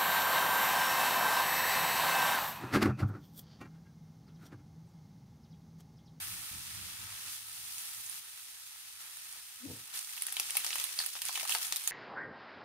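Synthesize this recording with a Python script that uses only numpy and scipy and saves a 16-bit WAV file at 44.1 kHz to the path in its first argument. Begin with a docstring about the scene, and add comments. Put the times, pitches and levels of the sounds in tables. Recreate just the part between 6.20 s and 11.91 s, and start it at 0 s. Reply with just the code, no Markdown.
"""Salmon and aubergine on a ridged grill pan

Aubergine slices sizzle in oil; a salmon fillet is laid on, pressed down and starts to spit.
The sizzle is thousands of random steam-bubble clicks and ringing blisters, in three bands that move separately.
Water drops pop as filtered snaps with a rim echo and scatter; every burst also rings the iron pan.
The hand-held microphone adds low rumble from filtered noise and one soft bump: a judder, a rub and knocks."""
import sys
import numpy as np
from scipy import signal
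from scipy.fft import rfft, irfft
from scipy.io import wavfile
from scipy.ndimage import uniform_filter1d

SR = 44100
rng = np.random.default_rng(int(sys.argv[2]) if len(sys.argv) > 2 else 0)


def inscribe(sig):
    """Save sig as 16-bit PCM at rate SR to the path in sys.argv[1].

    A 1-D sig is mono; a 2-D sig holds one channel per row.
    Samples are clipped to [-1, 1] before scaling.
    """
    pcm = np.round(np.clip(np.atleast_2d(sig).T, -1, 1) * 32767)
    wavfile.write(sys.argv[1], SR, pcm.astype(np.int16))


N = 251800
TIME = np.arange(N) / SR

# Source levels in dB are mix settings; later gains and filters shift them.
# Steady frying: start_s, level_db, brightness_db, mid_hiss_lift_db
FRYING_CURVE = [(0, -40.5, -1.5, -2), (.22, -44.5, -1.5, -1), (.65, -46, -2.6, 0.5), (1.0, -45, -2.8, 0),
                (1.14, -46, 0.1, 2), (1.22, -48.5, -0.4, 1), (1.58, -45, 0.7, 0.2), (1.995, -46.5, -0.6, 0),
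                (2.015, -50, -1.1, 0), (2.65, -51, -1.3, 1), (3.05, -48.5, -1.9, -0.7),
                (3.35, -51, -1.4, 1.5), (3.72, -49.5, -1.3, 0), (3.9, -47, 0.5, 1.7), (4.1, -49, 0, 4),
                (4.22, -44, -2, 1.5), (4.72, -43.5, -0.5, 2), (4.95, -46.5, .5, 2.5), (5.71, -44, -1, -0.5)]
# Crackle of the wet food against the fizz: start_s, crackle_db
CRACKLE_CURVE = [(0, -11.5), (1.9, -7.5), (2.1, -11.5), (3.65, -9), (3.8, -1), (4.5, -5), (5.3, 1.5),
                 (5.71, -7.5)]
# Moist flesh meets hot metal and the frying flares up: start_s, attack_s, length_s, level_db
FRYING_FLARES = [(0.99, 0.1, 0.16, -48), (2.792, .015, 0.016, -47.5), (3.724, 0.019, 0.061, -42),
                 (4.47, 0.037, 0.15, -48), (4.796, .015, 0.035, -47), (5.039, 0.031, 0.031, -41),
                 (5.116, 0.021, 0.11, -44.5), (5.266, 0.039, 0.085, -35), (5.401, .025, 0.048, -38)]
# Colour of the sizzling bursts: frequency_hz, level_db
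BURST_COLOUR = [(150, -19.5), (440, -18), (560, -22), (680, -17), (830, -9.5), (1020, -8), (1270, -4.5),
                (1550, -2.5), (2300, 1), (3700, 4.5), (5300, 4.5), (7900, 3), (8800, 7.5), (11500, 3.5),
                (15500, 1)]
# Spots where food touches the pan: left_lead_s, left_minus_right_db, level_db
FOOD_SPOTS = [(-.00009, -8, -3.5), (0.0048, 18.5, -5.5), (-.0003, -1, -8.5), (-.00002, 16.5, -12)]
# Resonances of the iron pan: pitch_hz, width_hz, level_db
PAN_RESONANCES = [(561.5, 18, 6.5), (750, 45, -6), (888, 26, -5.5), (1124, 11, -15), (1288, 44, 0),
                  (1740, 47, -16), (1838, 26, -3.5), (2610, 33, -21), (2630, 34, -3), (3340, 15, -2.5),
                  (3410, 6.4, -12)]
# The hand shifts on the microphone and it rumbles: start_s, length_s, level_db
HAND_SHIFTS = [(0, 0.24, -60), (0.309, 0.43, -58.5), (0.79, 0.073, -59.5), (0.9, 0.55, -70),
               (1.472, 0.525, -73.5), (5.492, 0.024, -69)]
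# Colour of the hand rumble: frequency_hz, level_db
HAND_COLOUR = [(20, -27), (45, -7), (80, -2), (108, 4.5), (140, -10.5), (172, -5), (230, -17.5), (320, -15),
               (420, -33), (560, -64), (750, -40), (1500, -36)]
# Colour of the steady kitchen murmur: frequency_hz, level_db
KITCHEN_COLOUR = [(20, -15), (55, 4.5), (100, 9), (160, -6), (300, -10.5), (600, -25), (2000, -84)]
# Water drops bursting in the oil:
# start_s, level_db, cavity_pitch_hz, cavity_prominence_db, tear_s, treble_db, left_minus_right_db
LOUD_POPS = [(1.285, -47, 1500, 7, 0.00044, -5, 1), (1.371, -47, 900, 5, 0.00045, -4, 4),
             (1.5824, -40.5, 7100, 13, .0001, -6, -5), (1.863, -42, 7460, 26, .0002, -4, 3),
             (1.897, -36.5, 9600, 30, .0004, 3, -4), (2.9712, -41.5, 10000, 5, .00005, 2, 3),
             (3.1265, -44, 9100, 18, .0004, -8, -4), (3.7747, -40, 9500, 5, 0.000045, -2, -1),
             (3.996, -49, 9500, 7, 0.000055, 8, 0), (4.0216, -27, 9800, 6.5, .00004, 6, 1),
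             (4.0676, -30, 9500, 4.5, 0.00023, 4.5, 0), (4.125, -30.5, 11600, 7, .00004, 8, 2),
             (4.1677, -29.5, 2680, 6, 0.00077, -6, 1.5), (4.1988, -24, 4200, -1, 0.000049, 0.5, 2),
             (4.2015, -42, 10000, 8, 0.00016, 0, 3), (4.299, -38.5, 2420, 13, 0.00038, -1, -2),
             (4.307, -29.5, 9500, 6.5, .00004, -2, 2.5), (4.3538, -32.5, 1030, 9, 0.00027, -1, 1),
             (4.3696, -21.5, 10900, 10, 0.000023, 4.5, 3.5), (4.371, -28, 2470, 5.5, 0.00015, -1.5, 1),
             (4.3943, -39, 9800, 8, .0001, 3, -3), (4.4402, -38.5, 2800, -2, 0.00018, -8, 0),
             (4.4467, -29, 840, 2, 0.00004, -0.5, 3), (4.465, -30, 5800, 6, 0.0012, -1.5, 1),
             (4.5062, -33.5, 3660, 5, 0.0001, -17, 0), (4.5299, -32.5, 3830, 14, 0.00008, -19, -1),
             (4.5568, -30, 4300, -7, 0.00096, -2.5, 7), (4.5839, -37.5, 2600, 6, 0.000078, 1, -14),
             (4.599, -30.5, 1360, 2, 0.00018, 0, 6), (4.614, -39, 3000, 3, 0.00024, -4, -6),
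             (4.641, -27.5, 4700, 5, .00002, 7, -4), (4.7785, -40, 9500, 8, 0.00022, -2, 0),
             (4.79, -25, 4560, 22, 0.000087, -2, -2), (4.7928, -37, 3520, -1, .0005, -1, 6),
             (4.802, -33.5, 1370, 17.5, 0.0012, 5.5, 0), (4.8045, -37, 4620, 14, 0.00045, -4, 4),
             (4.8125, -38, 4430, 17, 0.00044, -2, 3), (4.821, -39, 4200, 10, .0002, 5, -2),
             (4.839, -36.5, 1500, 15, 0.00035, 5, 4), (4.8465, -40, 7000, 12, 0.00018, -2, 4),
             (4.8624, -29, 11000, 3, .00002, 5, -3), (4.953, -40.5, 920, 12, .0008, -10, 4),
             (4.965, -43, 950, 3, 0.001, -12, 6), (5.019, -30, 2000, -4.5, 0.000057, -0.5, -3),
             (5.0534, -32.5, 9000, 5, 0.00028, 2, -4), (5.086, -35, 4900, 16, .0006, -7, -5),
             (5.093, -39.5, 1100, 19, 0.00087, -9, 1), (5.107, -42, 5000, 20, 0.00054, 0, 0),
             (5.143, -43, 3500, 7, 0.00055, -5, -2), (5.1556, -32, 2870, 12, 0.000046, -14, -5),
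             (5.1753, -34, 1710, 8, 0.0016, -9, 3), (5.1972, -35.5, 2180, 3, 0.0011, -14, 5),
             (5.2095, -38, 3800, -2, 0.0009, -14, -6), (5.2305, -35, 700, 8, 0.0011, -5, 3),
             (5.2533, -37.5, 1190, 17, 0.0011, -2, -3), (5.295, -27, 750, 6, 0.00088, -0.5, 2),
             (5.3128, -35, 3300, 7, 0.00024, -6, 10), (5.3222, -33, 3140, 29, 0.0001, -5, -13),
             (5.3495, -32.5, 1020, 15.5, 0.0012, -15, -1), (5.3505, -28, 4860, 7, 0.00013, -8, 6),
             (5.4134, -41, 9500, 2, 0.000069, -1, 12), (5.5245, -26, 4970, 2.5, 0.000045, -4.5, 1.5),
             (5.561, -29.5, 6000, 10.5, 0.000047, 2.5, -3.5), (5.5665, -33.5, 4030, 18, 0.00024, 13, 15),
             (5.6757, -23, 6800, 7, 0.0002, 6, -1.5)]
# Colour all pops share, thin in the bass with a bright hump near 10 kHz: frequency_hz, level_db
SHARED_POP_COLOUR = [(200, -29.5), (400, -13), (600, -13.5), (780, -5), (1300, -6), (2700, 3.5), (4300, 0),
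                     (8000, 1.5), (9200, 8), (11000, 5), (15500, -1)]
# Kitchen tail of a pop, duller than the snap: frequency_hz, level_db
POP_TAIL_COLOUR = [(1000, -3), (4000, -2), (9000, -6.5), (15000, -8)]
# The case knocks as the grip settles: start_s, level_db
CASE_KNOCKS = [(3.455, -46.5), (3.495, -40), (3.507, -39), (3.53, -47), (3.56, -53)]
# Ringing of the knocked case: pitch_hz, level_db, t60_s
CASE_RESONANCES = [(63.6, -14, 0.2), (114, -2, 0.21), (286, 3.5, 0.12), (337, -18, 0.04), (472, -2, 0.071),
                   (600, -19, .03), (730, -14.5, 0.046), (930, -17, .05)]
# Colour of the finger rub: frequency_hz, level_db
FINGER_COLOUR = [(25, -30), (100, 4), (180, 1.5), (290, -1), (400, -5), (500, -9), (680, -16), (920, -16),
                 (1400, -45), (3000, -49)]
# How the microphone ports differ: frequency_hz, left_minus_right_db
PORT_DIFFERENCE = [(300, -1), (1000, 4), (2000, 0.5), (4000, -2.5), (6000, 1.5), (8500, -5.5),
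                   (12000, -1.5), (15500, 0.5)]

# big wet bubbles, middle of the sizzle and finest spray, relative to the frying level
WET_DB, HISS_DB, SPRAY_DB = -11, -2, 3
FLARE_RELEASE_S = 0.038
SHIFT_ATTACK_S, SHIFT_RELEASE_S = 0.0062, 0.029
KITCHEN_T60_S = 0.28
# cavity width at 1 kHz, and the power by which it grows with pitch
CAVITY_WIDTH_HZ, CAVITY_WIDENING = 446, 0.49
UNEVEN_DB = 2.5  # spread of a cavity's lesser resonances
# once the fillet is down, smaller drops spit at random between the loud ones; SPIT_DB is the weakest
SPIT_START_S, SPITS_PER_S, SPIT_DB, SPIT_SPREAD_DB = 3.8, 36, -48.5, 4
SPIT_LOWEST_HZ, SPIT_HIGHEST_HZ, SPIT_PROMINENCE_DB, SPIT_TEAR_S = 1400, 12300, 9.5, 0.00025
# each pop comes back off the rim, a little sooner or later from place to place (spread as a fraction)
RIM_ECHO_S, RIM_ECHO_SPREAD, RIM_ECHO_DB = 0.00109, 0.265, -5.5
RIDGES_S, RIDGES_DB = 0.00077, -3  # quick scatter between the ridges: decay time and level
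WALLS_S, WALLS_DB = 0.0085, -1  # slower scatter off the pan walls and the hob
# a finger slips on the case: the judder peaks at JUDDER_S while the rub builds
JUDDER_S, JUDDER_DB, JUDDER_RISE_DB_PER_S, JUDDER_FALL_DB_PER_S = 3.457, -44, 534, 326
JUDDER_HZ, JUDDER_PRESSED_HZ = 245.3, 286.4  # mean pitch under a light touch and at full pressure
RUB_S, RUB_LENGTH_S, RUB_DB, RUB_ATTACK_S, RUB_RELEASE_S = 3.44, 0.074, -52.5, 0.048, 0.056
TOP_HZ = 15600  # top of the sound's band


def undb(db):
    """Decibels to gain."""
    return 10 ** (np.asarray(db) / 20)


def unit(x):
    """Scale to rms 1."""
    return x / np.sqrt(np.mean(x ** 2))


def curves(table):
    """The columns of a table, joined by straight lines in time."""
    start_s, *columns = np.transpose(table)
    return [np.interp(TIME, start_s, column) for column in columns]


def sides(left_minus_right_db):
    """Left and right gains."""
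    return undb(np.array([[.5], [-.5]]) * left_minus_right_db)


def add(out, start_s, sound):
    """Mix a sound into every channel of out at a start time."""
    i = int(start_s * SR)
    out[:, i:i + sound.shape[1]] += sound[:, :N - i]


def colour(x, points, size=4096):
    """Causal filter with the given frequency_hz, level_db spectrum, built from the cepstrum."""
    hz, db = np.transpose(points)
    bins = np.maximum(np.arange(size // 2 + 1) * SR / size, 1)
    gain = undb(np.interp(np.log(bins), np.log(hz), db))
    cepstrum = irfft(np.log(gain))
    # folding the cepstrum forward in time gives minimum phase
    cepstrum[1:size // 2] *= 2
    cepstrum[size // 2 + 1:] = 0
    impulse = irfft(np.exp(rfft(cepstrum)))
    return signal.fftconvolve(x, impulse[None], axes=1)[:, :x.shape[1]]


def band(x, hz, kind):
    """Steep low-, high- or band-pass."""
    return signal.sosfilt(signal.butter(4, hz, kind, fs=SR, output="sos"), x)


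def walk(rate):
    """Random levels held 1 / rate s and slewed twice; spread near 1."""
    hold = int(SR / rate)
    steps = np.repeat(rng.standard_normal(N // hold + 1), hold)
    return 1.3 * uniform_filter1d(uniform_filter1d(steps, hold), hold)[:N]


def burst(start_s, length_s, attack_s, release_s):
    """Envelope that rises, holds until its length is over and dies away."""
    t = TIME - start_s
    return np.clip(t / attack_s, 0, 1) * np.exp(-np.maximum(t - length_s, 0) / release_s)


def click(delay_s, lead_s, size):
    """One arrival at the two ports; a positive lead brings the left one first."""
    t = TIME[:size] - .0005
    return np.sinc((t - delay_s + np.array([[.5], [-.5]]) * lead_s) * SR)


def fade(decay_s, size):
    """Envelope of the scattered sound that follows an arrival; energy 1."""
    t = TIME[:size] - .0005
    return unit(np.exp(-np.abs(t) / decay_s) * (t > 0)) / np.sqrt(size)


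def diffuse(size, shared_hz=1250):
    """Noise of scattered sound at the two ports; long waves reach both alike."""
    noise = rng.standard_normal((3, size))
    return band(noise[2], shared_hz, "low") + band(noise[:2], shared_hz, "high")


def bubbles(per_s, spread_db):
    """Tiny steam bubbles of unequal size burst at random, each a bare click."""
    shape = len(FOOD_SPOTS), N
    bursting = rng.random(shape) < per_s / len(FOOD_SPOTS) / SR
    sizes = undb(spread_db * np.minimum(rng.exponential(size=shape), 3.5))
    return bursting * sizes * rng.choice([-1, 1], shape)


def blisters(spread_db, cycles, lowest_hz, highest_hz, count):
    """Larger blisters break with a brief ring, each at a pitch of its own."""
    tracks, t = np.zeros((len(FOOD_SPOTS), N)), TIME[:256]
    for k, (when, pitch, luck) in enumerate(rng.random((count, 3))):
        hz = lowest_hz + (highest_hz - lowest_hz) * pitch ** 2
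        size = undb(spread_db * min(-np.log(luck), 3.5))
        # high rings die sooner and start stronger, which keeps the crackle bright
        ring = hz ** .75 * np.sin(2 * np.pi * hz * t) * np.exp(-t * hz / cycles)
        add(tracks[k % len(FOOD_SPOTS)][None], when * TIME[-1], size * ring[None])
    return tracks


def at_ports(tracks, spray_db, room_db, spray_s=0.003, size=8192):
    """Carry one track per spot to both ports by direct click, quick pan scatter and kitchen tail; rms 1."""
    direct, power = 0, 0
    for track, (lead_s, balance_db, level_db) in zip(tracks, FOOD_SPOTS):
        heard = undb(level_db) * sides(balance_db) * track
        # a lead far longer than this short window leaves little but scatter
        arrivals = click(0, lead_s, size=48)
        direct = direct + np.array([np.convolve(port, arrival)[:N] for port, arrival in zip(heard, arrivals)])
        power = power + heard ** 2
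    scatter = undb(spray_db) * fade(spray_s, size)
    kitchen = undb(room_db) * fade(KITCHEN_T60_S / np.log(1000), size)
    tail = np.hypot(scatter, kitchen)
    # noise follows the burst power, smeared by the tail
    tail_power = np.abs(signal.fftconvolve(power, tail[None] ** 2, axes=1)[:, :N])
    return unit(direct + diffuse(N) * np.sqrt(tail_power))


def split(x, low_hz=2300, high_hz=8200):
    """Low, middle and high parts that add up to the whole."""
    hz, spectrum = np.arange(N // 2 + 1) * SR / N, rfft(x)
    low, high = 1 / (1 + (hz / low_hz) ** 4), 1 - 1 / (1 + (hz / high_hz) ** 12)
    return [irfft(spectrum * part, N) for part in (low, 1 - low - high, high)]


def sizzle(wet_balance_db=-2.1, hiss_balance_db=0, spray_balance_db=-2, simmer_db=0.33):
    """Fine fizz and sparser crackle flare at touchdown; big bubbles sound low and the finest spray high."""
    steady_db, bright_db, lift_db = curves(FRYING_CURVE)
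    crackle_db, = curves(CRACKLE_CURVE)
    flares = [undb(level_db) * burst(start_s, length_s, attack_s, FLARE_RELEASE_S)
              for start_s, attack_s, length_s, level_db in FRYING_FLARES]
    simmer = undb(simmer_db * walk(11) + 0.22 * walk(35))
    boiling = np.linalg.norm([undb(steady_db), *flares], axis=0) * simmer
    fizz = at_ports(bubbles(per_s=12000, spread_db=3.0), spray_db=0.0, room_db=-8.5)
    blister_tracks = blisters(spread_db=2.0, cycles=1.2, lowest_hz=736, highest_hz=14150, count=2800)
    crackle = at_ports(blister_tracks, spray_db=2, room_db=-6.5)
    # more crackle makes the stream coarser but no louder
    crackle_gain = undb(crackle_db)
    stream = (fizz + crackle_gain * crackle) / np.hypot(1, crackle_gain)
    wet, hiss, spray = split(colour(stream, BURST_COLOUR))
    wet = unit(wet) * undb(WET_DB - bright_db + 0.88 * walk(25.7)) * sides(wet_balance_db)
    hiss = unit(hiss) * undb(HISS_DB + lift_db + 0.23 * walk(12)) * sides(hiss_balance_db)
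    spray = unit(spray) * undb(SPRAY_DB + bright_db + 0.12 * walk(25.0)) * sides(spray_balance_db)
    return (wet + hiss + spray) * boiling


def pan(x, ring_db=-1):
    """Every burst also sets the pan ringing faintly, which hollows the low, wet pops."""
    ring = sum(undb(level_db) * signal.lfilter(*signal.iirpeak(hz, hz / width_hz, fs=SR), x)
               for hz, width_hz, level_db in PAN_RESONANCES)
    return x + undb(ring_db) * ring


def low_noise(points, side_db):
    """Coloured noise of rms 1, nearly alike at both ports when the side level is low."""
    mid, side = rng.standard_normal((2, N))
    return unit(colour(mid + undb(side_db) * side * np.array([[1], [-1]]), points))


def rumble(flutter_db=2.0, kitchen_db=-79):
    """Uneven rumble of the hand holding the microphone, over the steady low murmur of the kitchen."""
    moving = sum(undb(level_db) * burst(start_s, length_s, SHIFT_ATTACK_S, SHIFT_RELEASE_S)
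                 for start_s, length_s, level_db in HAND_SHIFTS)
    flutter = undb(flutter_db * walk(20.97))
    hand = low_noise(HAND_COLOUR, side_db=-8.5) * moving * flutter * sides(-1.8)
    return hand + low_noise(KITCHEN_COLOUR, side_db=-1.0) * undb(kitchen_db)


def spits(balance_spread_db=5, treble_db=0):
    """Rows like those of the loud pops, for the small drops that burst at random."""
    span_s = TIME[-1] - SPIT_START_S
    rows = []
    for when, pitch, size, side in rng.random((int(SPITS_PER_S * span_s), 4)):
        start_s = SPIT_START_S + span_s * when
        hz = SPIT_LOWEST_HZ * (SPIT_HIGHEST_HZ / SPIT_LOWEST_HZ) ** pitch
        level_db = SPIT_DB - SPIT_SPREAD_DB * np.log(max(size, .1))
        balance_db = balance_spread_db * (2 * side - 1)
        rows.append((start_s, level_db, hz, SPIT_PROMINENCE_DB, SPIT_TEAR_S, treble_db, balance_db))
    return rows


def pop_paths(count, lead_s=-0.000035, size=6000):
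    """Each pop's ways to the ports: straight, off the rim, between ridges, off walls and round the kitchen."""
    near = np.hypot(undb(RIDGES_DB) * fade(RIDGES_S, size), undb(WALLS_DB) * fade(WALLS_S, size))
    far = fade(KITCHEN_T60_S / np.log(1000), size)
    scatter, kitchen = diffuse(N), colour(diffuse(N), POP_TAIL_COLOUR)
    for place, offset in rng.random((count, 2)):
        i = int(offset * (N - size))
        rim_s = RIM_ECHO_S * (1 + RIM_ECHO_SPREAD * (2 * place - 1))
        path = near * scatter[:, i:i + size] + far * kitchen[:, i:i + size]
        straight = click(0, lead_s, size=160)
        rim_echo = undb(RIM_ECHO_DB) * click(rim_s, lead_s, size=160)
        add(path, 0, straight + rim_echo)
        yield path


def pops(gain_db=0.5, treble_hz=8500):
    """Each drop flashes to steam in an uneven cavity: a quick tear snaps, a slow wet one squelches."""
    out = np.zeros((2, N))
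    lead_s, first_s = .003, .005  # quiet lead-in, and the attack that sets the level
    t = TIME[:512] - lead_s
    grid = np.geomspace(100, 20000, 120)  # Hz
    treble = 1 - 1 / (1 + (grid / treble_hz) ** 10)
    shared_hz, shared_db = np.transpose(SHARED_POP_COLOUR)
    shared_db = np.interp(np.log(grid), np.log(shared_hz), shared_db)
    drops = [*LOUD_POPS, *spits()]
    for drop, path in zip(drops, pop_paths(count=len(drops))):
        start_s, level_db, hz, prominence_db, tear_s, treble_db, balance_db = drop
        width_hz = CAVITY_WIDTH_HZ * (hz / 1000) ** CAVITY_WIDENING
        cavity_db = prominence_db * np.exp(-.5 * ((grid - hz) / width_hz) ** 2)
        # every cavity draws its own lesser resonances
        ripple = unit(uniform_filter1d(rng.standard_normal(len(grid)), size=3))
        uneven_db = UNEVEN_DB * ripple * (1 - treble)
        # the tearing film smears the click without colouring it
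        tear = rfft(rng.standard_normal(len(t)) * np.exp(-np.abs(t) / tear_s) * (t > 0))
        snap = irfft(tear / np.abs(tear))
        spectrum_db = shared_db + cavity_db + uneven_db + treble_db * treble
        arriving = signal.fftconvolve(path, snap[None], axes=1)
        pop = colour(arriving, np.column_stack([grid, spectrum_db]))
        attack = pop[:, int(lead_s * SR):int((lead_s + first_s) * SR)]
        pop = pop / np.sqrt(np.mean(attack ** 2)) * undb(level_db + gain_db) * sides(balance_db)
        # begin early, so that the snap lands near start_s
        add(out, start_s - lead_s - .0007, pop)
    return out


def swell(peak_s, rise_db_per_s, fall_db_per_s):
    """Envelope that grows to 1 at its peak and fades at once."""
    t = TIME - peak_s
    return undb(np.minimum(rise_db_per_s * t, -fall_db_per_s * t))


def grip(rough_db=3, overtone_db=-21, judder_balance_db=10, rub_balance_db=6):
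    """A finger judders and rubs over the case, higher as it presses, and a few soft knocks ring it."""
    pressure = swell(JUDDER_S, JUDDER_RISE_DB_PER_S, JUDDER_FALL_DB_PER_S)
    hz = JUDDER_HZ + (JUDDER_PRESSED_HZ - JUDDER_HZ) * pressure ** 2
    phase = 2 * np.pi * np.cumsum(hz * (1 + 0.025 * walk(120))) / SR
    tone = unit(np.sin(phase) + undb(overtone_db) * np.sin(2 * phase))
    judder = tone * pressure * undb(JUDDER_DB + rough_db * walk(90))
    skin = unit(colour(rng.standard_normal((1, N)), FINGER_COLOUR))
    rub = skin * undb(RUB_DB) * burst(RUB_S, RUB_LENGTH_S, RUB_ATTACK_S, RUB_RELEASE_S)
    out = judder * sides(judder_balance_db) + rub * sides(rub_balance_db)
    t = TIME[:SR // 3]
    ring = sum(np.sin(2 * np.pi * mode_hz * t) * undb(mode_db - 60 * t / t60_s)
               for mode_hz, mode_db, t60_s in CASE_RESONANCES)
    knock = ring * (1 - np.exp(-t / 0.0068))  # soft onset
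    for start_s, level_db in CASE_KNOCKS:
        add(out, start_s, knock * undb(level_db) * sides(2.1))
    return out


def scene(cooking_db=-1.67):
    """The frying in the pan, and the hand on the microphone."""
    return undb(cooking_db) * pan(sizzle() + pops()) + rumble() + grip()


def record(dry):
    """The two ports colour the sound differently, and the band ends at TOP_HZ."""
    left = colour(dry[:1], [(hz, db / 2) for hz, db in PORT_DIFFERENCE])
    right = colour(dry[1:], [(hz, -db / 2) for hz, db in PORT_DIFFERENCE])
    top_cut = signal.ellip(10, .2, 70, TOP_HZ, fs=SR, output="sos")
    return signal.sosfilt(top_cut, np.vstack([left, right]))


dry = scene()
out = record(dry)
inscribe(out)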